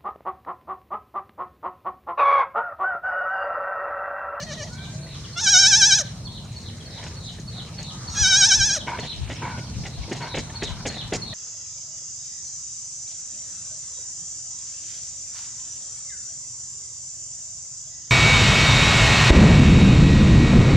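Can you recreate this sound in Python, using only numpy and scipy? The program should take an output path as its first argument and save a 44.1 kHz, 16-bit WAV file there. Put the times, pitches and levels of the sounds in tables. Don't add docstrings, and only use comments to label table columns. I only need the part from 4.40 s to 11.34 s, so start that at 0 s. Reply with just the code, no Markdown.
import sys
import numpy as np
from scipy import signal
from scipy.fft import rfft, irfft, next_fast_len
from scipy.io import wavfile
from scipy.ndimage import uniform_filter1d

SR = 44100
rng = np.random.default_rng(int(sys.argv[2]) if len(sys.argv) > 2 else 0)


def store_wav(level_fs):
    pcm = np.round(np.clip(np.atleast_2d(level_fs), -1, 1) * 32767)
    wavfile.write(sys.argv[1], SR, pcm.T.astype(np.int16))


def amplitude_ratio(level_db):
    exponent = np.asarray(level_db, float) / 20
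    return 10 ** exponent


N = 306009
TIME = np.arange(N) / SR
SPLIT_HZ, TREBLE_LAG_S = 3870, 0.01057
LEFT_RIGHT = np.array([[1], [-1]])


def rms_one(x):
    return x / np.sqrt(np.mean(x ** 2) + 1e-20)


def at_hz(points, hz):
    point_hz, value = np.array(points)[:, :2].T
    return np.interp(np.log(hz), np.log(point_hz), value)


def drift(rate, size=N):
    r = np.exp(-32 * np.pi * rate / SR)
    slow = signal.lfilter([1], [1, -2 * r, r * r], rng.standard_normal(size // 16 + 1002))[1000:]
    return np.interp(np.arange(size) / 16, np.arange(len(slow)), rms_one(slow))


def steady(rate, size):
    return uniform_filter1d(uniform_filter1d(drift(rate, size), size=130), size=90)


def glide(t, s, v):
    slope = np.diff(v) / np.diff(s)
    a, b = slope[:-1], slope[1:]
    m = np.r_[0, np.where(a * b > 0, 2 * a * b / (a + b + 1e-9), 0), 0]
    k = np.clip(np.searchsorted(s, t) - 1, 0, len(s) - 2)
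    h = s[k + 1] - s[k]
    u = (t - s[k]) / h
    cubic = m[k] + m[k + 1] - 2 * slope[k]
    square = 3 * slope[k] - 2 * m[k] - m[k + 1]
    return v[k] + h * u * (m[k] + u * (square + u * cubic))


def resonances(modes, hz):
    power = 0
    for top, width, db in modes:
        power = power + amplitude_ratio(2 * db) / (1 + (2 * (hz - top) / width) ** 2) ** 2.314
    return np.sqrt(power)


def coloured(x, gain_of_hz):
    size = next_fast_len(x.shape[-1])
    hz = np.maximum(np.arange(size // 2 + 1) * SR / size, 1)
    return irfft(rfft(x, size) * gain_of_hz(hz), size)[..., :x.shape[-1]]


def bandpass(x, low_hz, high_hz, order=2):
    return signal.sosfilt(signal.butter(order, [low_hz, high_hz], "band", fs=SR, output="sos"), x)


def add(out, s, length, source, db, rise, fall):
    at = slice(round(s * SR), min(round((s + .4) * SR), N))
    t = TIME[at] - TIME[at][0]
    fade = np.exp(-.5 * np.minimum(t, length) / length - np.maximum(t - length, 0) / fall)
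    out[at] += amplitude_ratio(db) * source[at] * np.clip(t / rise, 0, 1) * fade


def early(x):
    return np.roll(x, -round(TREBLE_LAG_S * SR), axis=-1)


# (frequency [Hz], likeness [-1 to 1])
EAR_LIKENESS = [(60, 1), (130, 1), (290, 0.95), (640, 0.89), (1410, 0.65), (3100, 0.53), (6820, -0.93),
                (15000, 0.99)]


def banded_noise(spectrum, patchy_db):
    out, edges = 0, np.geomspace(max(spectrum[0][0], 20), min(spectrum[-1][0], 16000), 13)
    white = rng.standard_normal((2, 2, N))
    for k, (low, high) in enumerate(zip(edges, edges[1:])):
        mid, side = bandpass(white[k % 2], low, high)
        alike = np.clip(at_hz(EAR_LIKENESS, np.sqrt(low * high)), -1, 1)
        flicker = amplitude_ratio(patchy_db * (low < 7000) * (drift(3) + .6 * drift(14))) / np.sqrt(low / high + 1)
        out = out + flicker * (np.sqrt(1 + alike) * mid + np.sqrt(1 - alike) * side * LEFT_RIGHT)
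    return rms_one(coloured(out, lambda hz: amplitude_ratio(at_hz(spectrum, hz))))


# (frequency [Hz], level [dB per Hz])
AIR_SPECTRUM = [(15, -58), (25, -17.5), (107, 1), (173, -2), (260, -12), (523, -19.5), (970, -30.5),
                (2420, -63), (4150, -16.5), (4620, -45), (9050, -29), (10100, -46), (15500, -54)]


def rumble_and_hiss():
    air = banded_noise(AIR_SPECTRUM, patchy_db=1.5)
    rumble = signal.sosfilt(signal.butter(2, 240, fs=SR, output="sos"), air)
    return amplitude_ratio(-36.5 + 1.14 * drift(1.7)) * rms_one(rumble) + amplitude_ratio(-41.5) * rms_one(air - rumble)


# (time [s], level [dB])
LITTER_STIR = [
    (0, -41),
    (3.3, -41.5),
    (3.8, -37),
    (6.94, -39),
]
# (frequency [Hz], level [dB per Hz])
LITTER_SPECTRUM = [(200, -5.5), (400, -7), (900, -2), (1500, -8.5), (3000, -9), (6000, -4), (9000, -17.5),
                   (12000, -54)]


def rustle():
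    stir_db = np.interp(TIME, *np.transpose(LITTER_STIR))
    return amplitude_ratio(stir_db - 4.5) * banded_noise(LITTER_SPECTRUM, patchy_db=3.5)


# (time [s], peak level [dB])
WIND_GUSTS = [(3.82, -25), (4.2, -24.5), (4.4, -46), (4.82, -26.5), (5.38, -29), (5.6, -32), (6.32, -28),
              (6.65, -39)]


def wind():
    puffs = bandpass(rng.standard_normal((2, N)), 42, 115, order=3)
    rise_db_per_s, fall_db_per_s = 298, 250
    level = amplitude_ratio(-56.5)
    for s, db in WIND_GUSTS:
        level = level + amplitude_ratio(db + np.minimum(rise_db_per_s * (TIME - s), fall_db_per_s * (s - TIME)))
    return rms_one(puffs) * level * amplitude_ratio(3. * LEFT_RIGHT)


# (time [s], from [Hz], to [Hz], length [s], level [dB])
WHISTLES = [(0.375, 3550, 3000, 0.023, -44), (0.835, 3900, 2540, 0.026, -42),
            (1.684, 6370, 4980, 0.045, -48), (1.867, 3900, 3000, 0.018, -39),
            (2.402, 3500, 2980, 0.018, -42.5), (2.5, 5450, 4760, 0.017, -43),
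            (2.65, 5500, 5000, 0.036, -46), (2.012, 5600, 4640, 0.011, -52),
            (2.225, 6250, 5200, 0.044, -56), (4.4, 3720, 2830, 0.023, -37), (4.618, 3800, 2720, .035, -40),
            (4.764, 3500, 2900, .018, -52), (5.417, 6000, 4960, 0.04, -51), (5.525, 4720, 3500, 0.014, -42),
            (2.853, 5300, 4660, 0.013, -44), (2.936, 3500, 2920, .02, -57), (4.458, 6400, 4760, 0.043, -45),
            (4.69, 5800, 5100, 0.014, -44), (4.953, 5830, 4900, 0.028, -40), (5.863, 6240, 5280, .035, -49),
            (6.1, 6500, 5430, 0.035, -50), (5.234, 4550, 4330, 0.086, -49), (5.262, 3480, 2880, 0.013, -50)]


def flicks():
    out = np.zeros(N)
    for s, from_hz, to_hz, length, db in WHISTLES:
        u = np.arange(round(length * SR)) / (length * SR)
        i = round((s - TREBLE_LAG_S * (to_hz > SPLIT_HZ)) * SR)
        phase = 2 * np.pi * np.cumsum(from_hz + (to_hz - from_hz) * u) / SR
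        out[i:i + len(u)] += amplitude_ratio(db) * np.sin(np.pi * u) * np.sin(phase)
    return out


# (time [s], opening note level [dB], buzz level [dB])
BIRD_PHRASES = [(0.022, -38, -40.5), (0.326, -43, -39.5), (0.626, -40.5, -39.5), (0.928, -40, -38),
                (1.852, -35, -38), (2.16, -36, -39), (2.456, -40.5, -38), (2.765, -40, -35.5),
                (3.075, -35.5, -34), (3.379, -33, -35), (3.674, -32, -35), (4.6, -34, -31.5),
                (5.821, -36, -36.5), (6.153, -31, -30.5), (6.486, -32, -30), (6.817, -27.5, -30),
                (1.24, -39, -42), (1.547, -38, -40), (3.984, -35, -41), (4.286, -34, -40)]


def bird():
    out, t = np.zeros(N + SR), np.arange(SR // 5) / SR
    flick_s = .125
    for s, note_db, buzz_db in BIRD_PHRASES:
        stretch, shift = 1 + 0.0072 * rng.standard_normal(2)
        u = t * stretch
        note, flick = u < .03, u > flick_s
        turn = (u * 112 + 0.23 * drift(40, len(t))) % 1
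        flick_hz = np.maximum(4000 - 62000 * (u - flick_s), 2900)
        buzz_hz = 4800 - 1100 * turn - 3000 * u
        hz = np.where(note, 4440 - 11000 * u, np.where(flick, flick_hz, buzz_hz))
        shape = amplitude_ratio(note_db) * np.clip(np.minimum(u / .005, (.018 - u) / .005), 0, 1)
        buzz = amplitude_ratio(buzz_db + 2.6 * drift(66, len(t))) * np.sin(np.pi * turn)
        shape += buzz * np.clip((u - .03) / 0.082, 0, 1) * ~flick
        shape += amplitude_ratio(buzz_db - 4.5) * flick * np.clip((flick_s + .021 - u) / .005, 0, 1)
        i = round(s * SR)
        out[i:i + len(t)] += shape * np.sin(2 * np.pi * np.cumsum(hz * shift) / SR)
    return out[:N]


def quaver(t, squeezes):
    s, *columns = np.transpose(squeezes)
    rests = np.r_[s[0] - .03, s[:-1] + 0.538 * np.diff(s), s[-1] + .03]
    turns = np.sort(np.r_[s, rests])
    t = np.clip(t, turns[0], turns[-1])
    return [glide(t, turns, np.r_[0, np.ravel([c, 0 * c], "F")]) for c in columns]


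# (frequency [Hz], left minus right [dB])
HEAD_SHADOW = [(500, 0), (800, 0.5), (1300, 0), (1600, -4), (2000, 4), (2400, 0), (3300, 0.5), (3900, 4),
               (6000, -0.9), (15000, -0.5)]


def bleat(turns, throat, squeezes=(), shade=-0.98):
    s, *columns = np.transpose(turns)
    at = slice(round(s[0] * SR), round(s[-1] * SR))
    pitch, level_db, low_db, rough = [glide(TIME[at], s, c) for c in columns]
    size = len(pitch)
    rise, loss_db = quaver(TIME[at], squeezes) if squeezes else (0, 0)
    pitch, level_db = pitch + rise, level_db - loss_db
    shake = np.clip(rough + .0006 * rise, 0, 1) ** 2
    wobble = 1 + 0.00253 * steady(75, size) + 0.035 * shake * drift(290, size)
    phase = 2 * np.pi * np.cumsum(pitch * wobble) / SR
    voice, power = 0, 1e-12

    def lips(hz):
        return resonances(throat, hz) / np.sqrt(1 + (hz / 11300) ** 16)

    for k in range(1, 21):
        hz = k * pitch
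        tilt_db = (low_db - 0.09 * rise) * (k > 1) / (1 + (hz / 4500) ** 8)
        tilt_db = tilt_db + 0.38 * low_db / (1 + (7600 / hz) ** 8)
        gain = lips(hz[::8]) * amplitude_ratio(tilt_db[::8])
        power = power + gain ** 2 / 2
        lean = amplitude_ratio(-shade * at_hz(HEAD_SHADOW, hz[::8]) / 2 * LEFT_RIGHT)
        shimmer = amplitude_ratio((.7 + .2 * k) * steady(70, size) + (4 * shake + .07 * k) * drift(200, size))
        partial = np.sin(k * phase + rng.normal(0, 1.0) - np.pi / 2 + 0.11 * shade * LEFT_RIGHT)
        voice = voice + np.repeat(gain * lean, 8, axis=1)[:, :size] * shimmer * partial
    voice = voice / np.sqrt(np.repeat(power, 8)[:size])
    air = rms_one(coloured(rng.standard_normal(size), lambda hz: lips(hz) * (0.24 + (hz / 5000) ** 3)))
    out = np.zeros((2, N))
    out[:, at] = amplitude_ratio(level_db) * (voice * np.sqrt(1 - shake ** 2) + (amplitude_ratio(-31) + shake) * air)
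    return out


# (time [s], pitch [Hz], level [dB], low partials [dB], roughness [0-1])
DOE_CALL = [(3.49, 625, -64, 0, .6), (3.52, 625, -54, 0, .5), (3.575, 620, -56, 0, .6),
            (3.595, 590, -66, 0, .7), (3.62, 585, -54, 0, .5), (3.67, 600, -64, 0, .8),
            (3.73, 665, -56, 0, .5), (3.755, 670, -44, 0, .3), (3.775, 670, -62, 0, .5)]
# (frequency [Hz], width [Hz], level [dB])
DOE_RESONANCES = [(593, 150, -11), (1200, 360, 10), (2300, 300, -12), (3500, 800, -30)]


def far_doe():
    return bleat(DOE_CALL, DOE_RESONANCES, shade=0.)


# (time [s], pitch [Hz], level [dB], low partials [dB], roughness [0-1])
FAR_CALL = [
    (.27, 690, -61, 0, .3),
    (.33, 740, -51, 0, .3),
    (.42, 779, -53, 0, .3),
    (.53, 793, -60, 0, .4),
    (.7, 760, -66, 0, .6),
]
FAR_ANSWER = [
    (5.09, 726, -60, 0, .6),
    (5.13, 749, -45, 0, .65),
    (5.18, 741, -50, 0, .7),
    (5.22, 727, -61, 0, .7),
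    (5.3, 724, -68, 0, .7),
]
# (frequency [Hz], width [Hz], level [dB])
FAR_RESONANCES = [(780, 300, -11), (1450, 140, 13.5), (2300, 190, 4), (3930, 290, -27), (5400, 290, -26)]


def far_kid():
    return bleat(FAR_CALL, FAR_RESONANCES, shade=0.) + bleat(FAR_ANSWER, FAR_RESONANCES, shade=0.)


# (frequency [Hz], width [Hz], level [dB])
NASAL_RESONANCES = [(570, 210, 6), (1620, 660, -15), (3000, 1700, -22)]


def closed_mouth(turns):
    return bleat(turns, NASAL_RESONANCES)


# (time [s], pitch [Hz], level [dB], low partials [dB], roughness [0-1])
FAINT_HUM = [
    (.52, 622, -55, 0, 0.64),
    (.62, 646, -49, 0, 0.66),
    (.74, 656, -54, 0, 0.71),
]


def faint_hum():
    return closed_mouth(FAINT_HUM)


# (time [s], length [s], level [dB])
SNORT_PUFFS = [
    (2.566, 0.13, -45.5),
    (4.47, 0.059, -26),
    (5.015, 0.08, -29),
    (5.801, 0.074, -32.5),
    (6.13, 0.12, -44),
    (6.29, 0.13, -46),
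]
# (frequency [Hz], width [Hz], level [dB])
NOSTRILS = [(951, 72, 11.5), (1510, 95, 1), (2230, 105, -1.5), (2690, 26, -32), (3900, 100, -27)]


def snorts():
    modes = np.array(NOSTRILS) * [1, 1.6, 1]

    def nose(hz):
        return resonances(modes, hz) + amplitude_ratio(-9.5) / (1 + (hz / 3000) ** 4)

    flutter = amplitude_ratio(3 * drift(70))
    air = rms_one(coloured(flutter * rng.standard_normal(N), nose))
    out = np.zeros(N)
    for s, length, db in SNORT_PUFFS:
        add(out, s, length, air, db, .014, .05)
    return out


# (time [s], thud level [dB], length [s], crunch level [dB])
HOOF_STAMPS = [(2.985, -33, 0.01, -44), (4.465, -32.5, 0.036, -34), (4.582, -28, 0.012, -27.5),
               (4.626, -35, 0.035, -36), (4.895, -32.5, 0.034, -32), (5.009, -35.5, 0.058, -56),
               (5.173, -36.5, 0.027, -37.5), (5.43, -38, 0.016, -39), (5.679, -32, 0.031, -54),
               (5.712, -24.5, 0.014, -23.5), (5.8, -39, 0.074, -37), (5.939, -28, 0.019, -25.5),
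               (5.967, -25, 0.028, -27), (6.217, -23.5, 0.021, -24.5), (6.451, -22.5, 0.026, -27),
               (6.563, -31.5, 0.011, -35), (6.72, -22.5, 0.036, -25.5)]
# (time [s], length [s], crunch level [dB], grit level [dB])
HOOF_SCUFFS = [(2.295, .01, -46, -68), (2.622, 0.02, -36, -44.5), (2.658, 0.021, -36.5, -49),
               (3.383, 0.035, -41.5, -62), (3.415, 0.0059, -40, -36.5), (4.878, .008, -38, -42),
               (5.45, 0.021, -29.5, -41), (5.744, 0.04, -38.5, -43.5), (6.094, 0.0096, -36, -60),
               (6.256, 0.055, -42.5, -45.5), (6.493, 0.057, -37, -47), (6.617, .009, -39, -66),
               (6.667, 0.0079, -67, -57)]
# (frequency [Hz], level [dB per Hz])
CRUNCH_SPECTRUM = [(150, 2.5), (300, -9.5), (600, 1.5), (900, -5.5), (1150, -18.5), (1900, -3), (2400, -8),
                   (3000, -7), (3800, -13.5), (5000, -53)]
# (frequency [Hz], level [dB per Hz])
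GRIT_SPECTRUM = [(2500, -43), (4200, -7), (6800, -3), (8500, -17), (11000, -35), (15000, -57)]


def hooves():
    grain_db = 6.2 * np.minimum(rng.exponential(1, (2, N)), 4)
    grains = rng.standard_normal((2, N)) * amplitude_ratio(grain_db)
    crunch = rms_one(coloured(grains[0], lambda hz: amplitude_ratio(at_hz(CRUNCH_SPECTRUM, hz))))
    grit = rms_one(coloured(grains[1], lambda hz: amplitude_ratio(at_hz(GRIT_SPECTRUM, hz))))
    thud = rms_one(bandpass(rng.standard_normal(N), 130, 420))
    out = amplitude_ratio(-57.5 + 3.9 * drift(14)) * grit
    steps = list(HOOF_SCUFFS)
    for s, thud_db, length, crunch_db in HOOF_STAMPS:
        add(out, s, length, thud, thud_db - 3.5, .003, .011)
        spray_db = -30 + 1.76 * (thud_db + 22.5)
        steps.append((s, length, crunch_db, spray_db))
    for s, length, crunch_db, grit_db in steps:
        add(out, s, length, crunch, crunch_db, .007, .008)
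        add(out, s + 0.0013, length, grit, grit_db, .005, .006)
    return out


# (time [s], ring [Hz], peak level [dB], time to fall 60 dB [s])
STALK_SNAPS = [(.667, 2000, -41, 0.036), (2.851, 4870, -40, .02), (2.888, 6700, -38, .015),
               (2.985, 1750, -38, .02), (2.988, 6500, -35, .015), (3.25, 2200, -40, .012),
               (3.252, 5250, -36, .012), (3.398, 6300, -37, .02), (3.42, 6800, -29, .012),
               (4.59, 2300, -30, .012), (4.59, 6500, -36, .01), (2.630, 2520, -40, 0.011),
               (2.666, 2480, -42, 0.017), (4.878, 2300, -31.5, .008), (4.967, 3200, -33, .015),
               (5.378, 6000, -31, .004), (5.635, 2230, -38, 0.061), (6.103, 1800, -35.5, .025),
               (6.668, 7650, -35, 0.011)]


def snaps():
    out, t = np.zeros(N), TIME[:SR // 10]
    for s, hz, db, t60 in STALK_SNAPS:
        i = round(s * SR)
        out[i:i + len(t)] += amplitude_ratio(db - 60 * t / t60) * np.sin(2 * np.pi * hz * t)
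    return out


# (time into it [s], pitch [Hz], level [dB], low partials [dB], roughness [0-1])
NEIGHBOUR_QUAVER = [
    (0, 569.4, -33, -4, 0.33),
    (.018, 642, -40, -1, 0.5),
    (.036, 721, -48, -15, 0.55),
    (.052, 631, -43, 4, 0.3),
    (.072, 630, -38, 2.5, 0.3),
]
# (frequency [Hz], width [Hz], level [dB])
NEIGHBOUR_RESONANCES = [(653, 260, -3), (1130, 300, -14), (1910, 650, -4), (3000, 580, -9.5),
                        (4440, 720, -8), (5950, 1450, -7), (8000, 1500, -51)]


def neighbour():
    starts = -0.071 + .1015 * np.arange(4)
    turns = np.concatenate([np.add(NEIGHBOUR_QUAVER, [s, 0, 0, 0, 0]) for s in starts])
    turns[-1, 2] -= 15
    return bleat(turns[turns[:, 0] >= 0], NEIGHBOUR_RESONANCES, shade=0.)


# (time [s], pitch [Hz], level [dB], low partials [dB], roughness [0-1])
KID_BLEATS = [
    [(.976, 686, -30, 5, .05), (.995, 702, -26.5, 12, 0.24), (1.016, 804, -24, -8, 0.5),
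     (1.03, 907, -26, -13, 0.2), (1.047, 865, -19.5, -10, 0.6), (1.06, 850, -20.5, -7.5, 0),
     (1.087, 765, -14, 3.5, 0.2), (1.169, 732, -11, 0.5, 0.2), (1.3, 768.5, -11.5, 2.5, 0.07),
     (1.588, 770.5, -13, 2, 0.1), (1.611, 694, -26, -6, 0.8)],
    [(3.695, 934, -43, -10, 0.7), (3.745, 951, -36, -11, 0.87), (3.768, 840, -31, 3, 0.77),
     (3.782, 812, -22.5, 0, 0.2), (3.813, 855, -19.5, -8, 0.3), (3.869, 751.6, -16, 6, 0),
     (4.08, 756.6, -12, 2.5, 0.04), (4.345, 787.4, -23, 2.5, 0.38), (4.372, 682, -28.5, 6, 0.85)],
]
# (time [s], pitch rise [Hz], level loss [dB])
FOLD_SQUEEZES = [
    [(1.119, 81.3, 4.5), (1.218, 55.4, 4), (1.301, 113.3, 6.5), (1.392, 127.6, 6.5), (1.488, 109, 5.5),
     (1.577, 102.8, 7.5)],
    [(3.9, 33, 3), (3.997, 75.7, 3), (4.088, 138.6, 8), (4.178, 118.7, 9.5), (4.279, 97.2, 4),
     (4.349, 52.6, -1.5)],
]
# (time after [s], pitch change [Hz], level change [dB])
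VOICE_RELEASE = [
    (.008, -38, -2),
    (.022, -80, -36),
]
# (time from shutting [s], pitch [Hz], level [dB], low partials [dB], roughness [0-1])
CLOSING_HUM = [
    (-.004, 677, -43, -1, 0.2),
    (.01, 621, -33.5, 18, 0.5),
    (.026, 557, -37.5, 7, .19),
    (.044, 540, -79, 0, .18),
]
# (frequency [Hz], width [Hz], level [dB])
KID_RESONANCES = [(617, 139, 2), (905, 87, -11.5), (1547, 500, 1.5), (2400, 790, -8.5), (3290, 1040, -3),
                  (3820, 500, 3), (5710, 1310, 8.5), (6500, 200, 10.5), (7200, 600, -5.5), (8310, 390, -12),
                  (11000, 2400, -71)]


def kid():
    out = 0
    for effort, squeezes in zip(map(np.array, KID_BLEATS), FOLD_SQUEEZES):
        first, shut = effort[0], effort[-1]
        attack = first + [-0.023, 0, -45, 0, 0]
        release = [shut + [*change, 0, 0] for change in VOICE_RELEASE]
        out = out + bleat([attack, *effort, *release], KID_RESONANCES, squeezes)
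        out = out + closed_mouth(np.add(CLOSING_HUM, [shut[0], 0, 0, 0, 0]))
    return out


def yard(x, echo_s, echo_db, tail_db, t60, cut_hz):
    t = np.arange(SR * 2 // 3) / SR
    tail = rng.standard_normal((2, len(t))) * amplitude_ratio(-60 * t / t60) * np.clip(t / 0.009, 0, 1)
    tail = tail / np.sqrt(np.sum(tail[0] ** 2))
    tail = amplitude_ratio(tail_db) * signal.lfilter(*signal.butter(2, cut_hz, fs=SR), tail)
    tail[:, round(echo_s * SR)] += amplitude_ratio(echo_db)
    return x + signal.fftconvolve(x * np.ones((2, 1)), tail, axes=1)[:, :N]


def scene():
    background = rumble_and_hiss() + rustle() + wind()
    far = flicks() + early(bird()) + far_doe() + far_kid()
    near = faint_hum() + snorts() + hooves() + snaps() + early(neighbour() + kid())
    far = yard(far, echo_s=0.054, echo_db=-15, tail_db=2.3, t60=0.37, cut_hz=5400)
    near = yard(near, echo_s=0.063, echo_db=-27.5, tail_db=-12.5, t60=0.45, cut_hz=3400)
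    return background + far + near


def two_paths(hz):
    lows = 1 / np.sqrt(1 + (hz / SPLIT_HZ) ** 41)
    late = np.sqrt(1 - lows ** 2) - amplitude_ratio(-18) * lows
    return lows + late * np.exp(-2j * np.pi * hz * TREBLE_LAG_S)


def top_cut(x):
    return signal.sosfilt(signal.butter(12, 15700, fs=SR, output="sos"), x)


def record(dry):
    wet = coloured(dry, two_paths) + amplitude_ratio(-68.5) * rng.standard_normal(dry.shape)
    wet = signal.sosfilt(signal.butter(2, 38, "high", fs=SR, output="sos"), wet)
    return top_cut(np.clip(wet, -1, 1))


dry = scene()
out = record(dry)
store_wav(out)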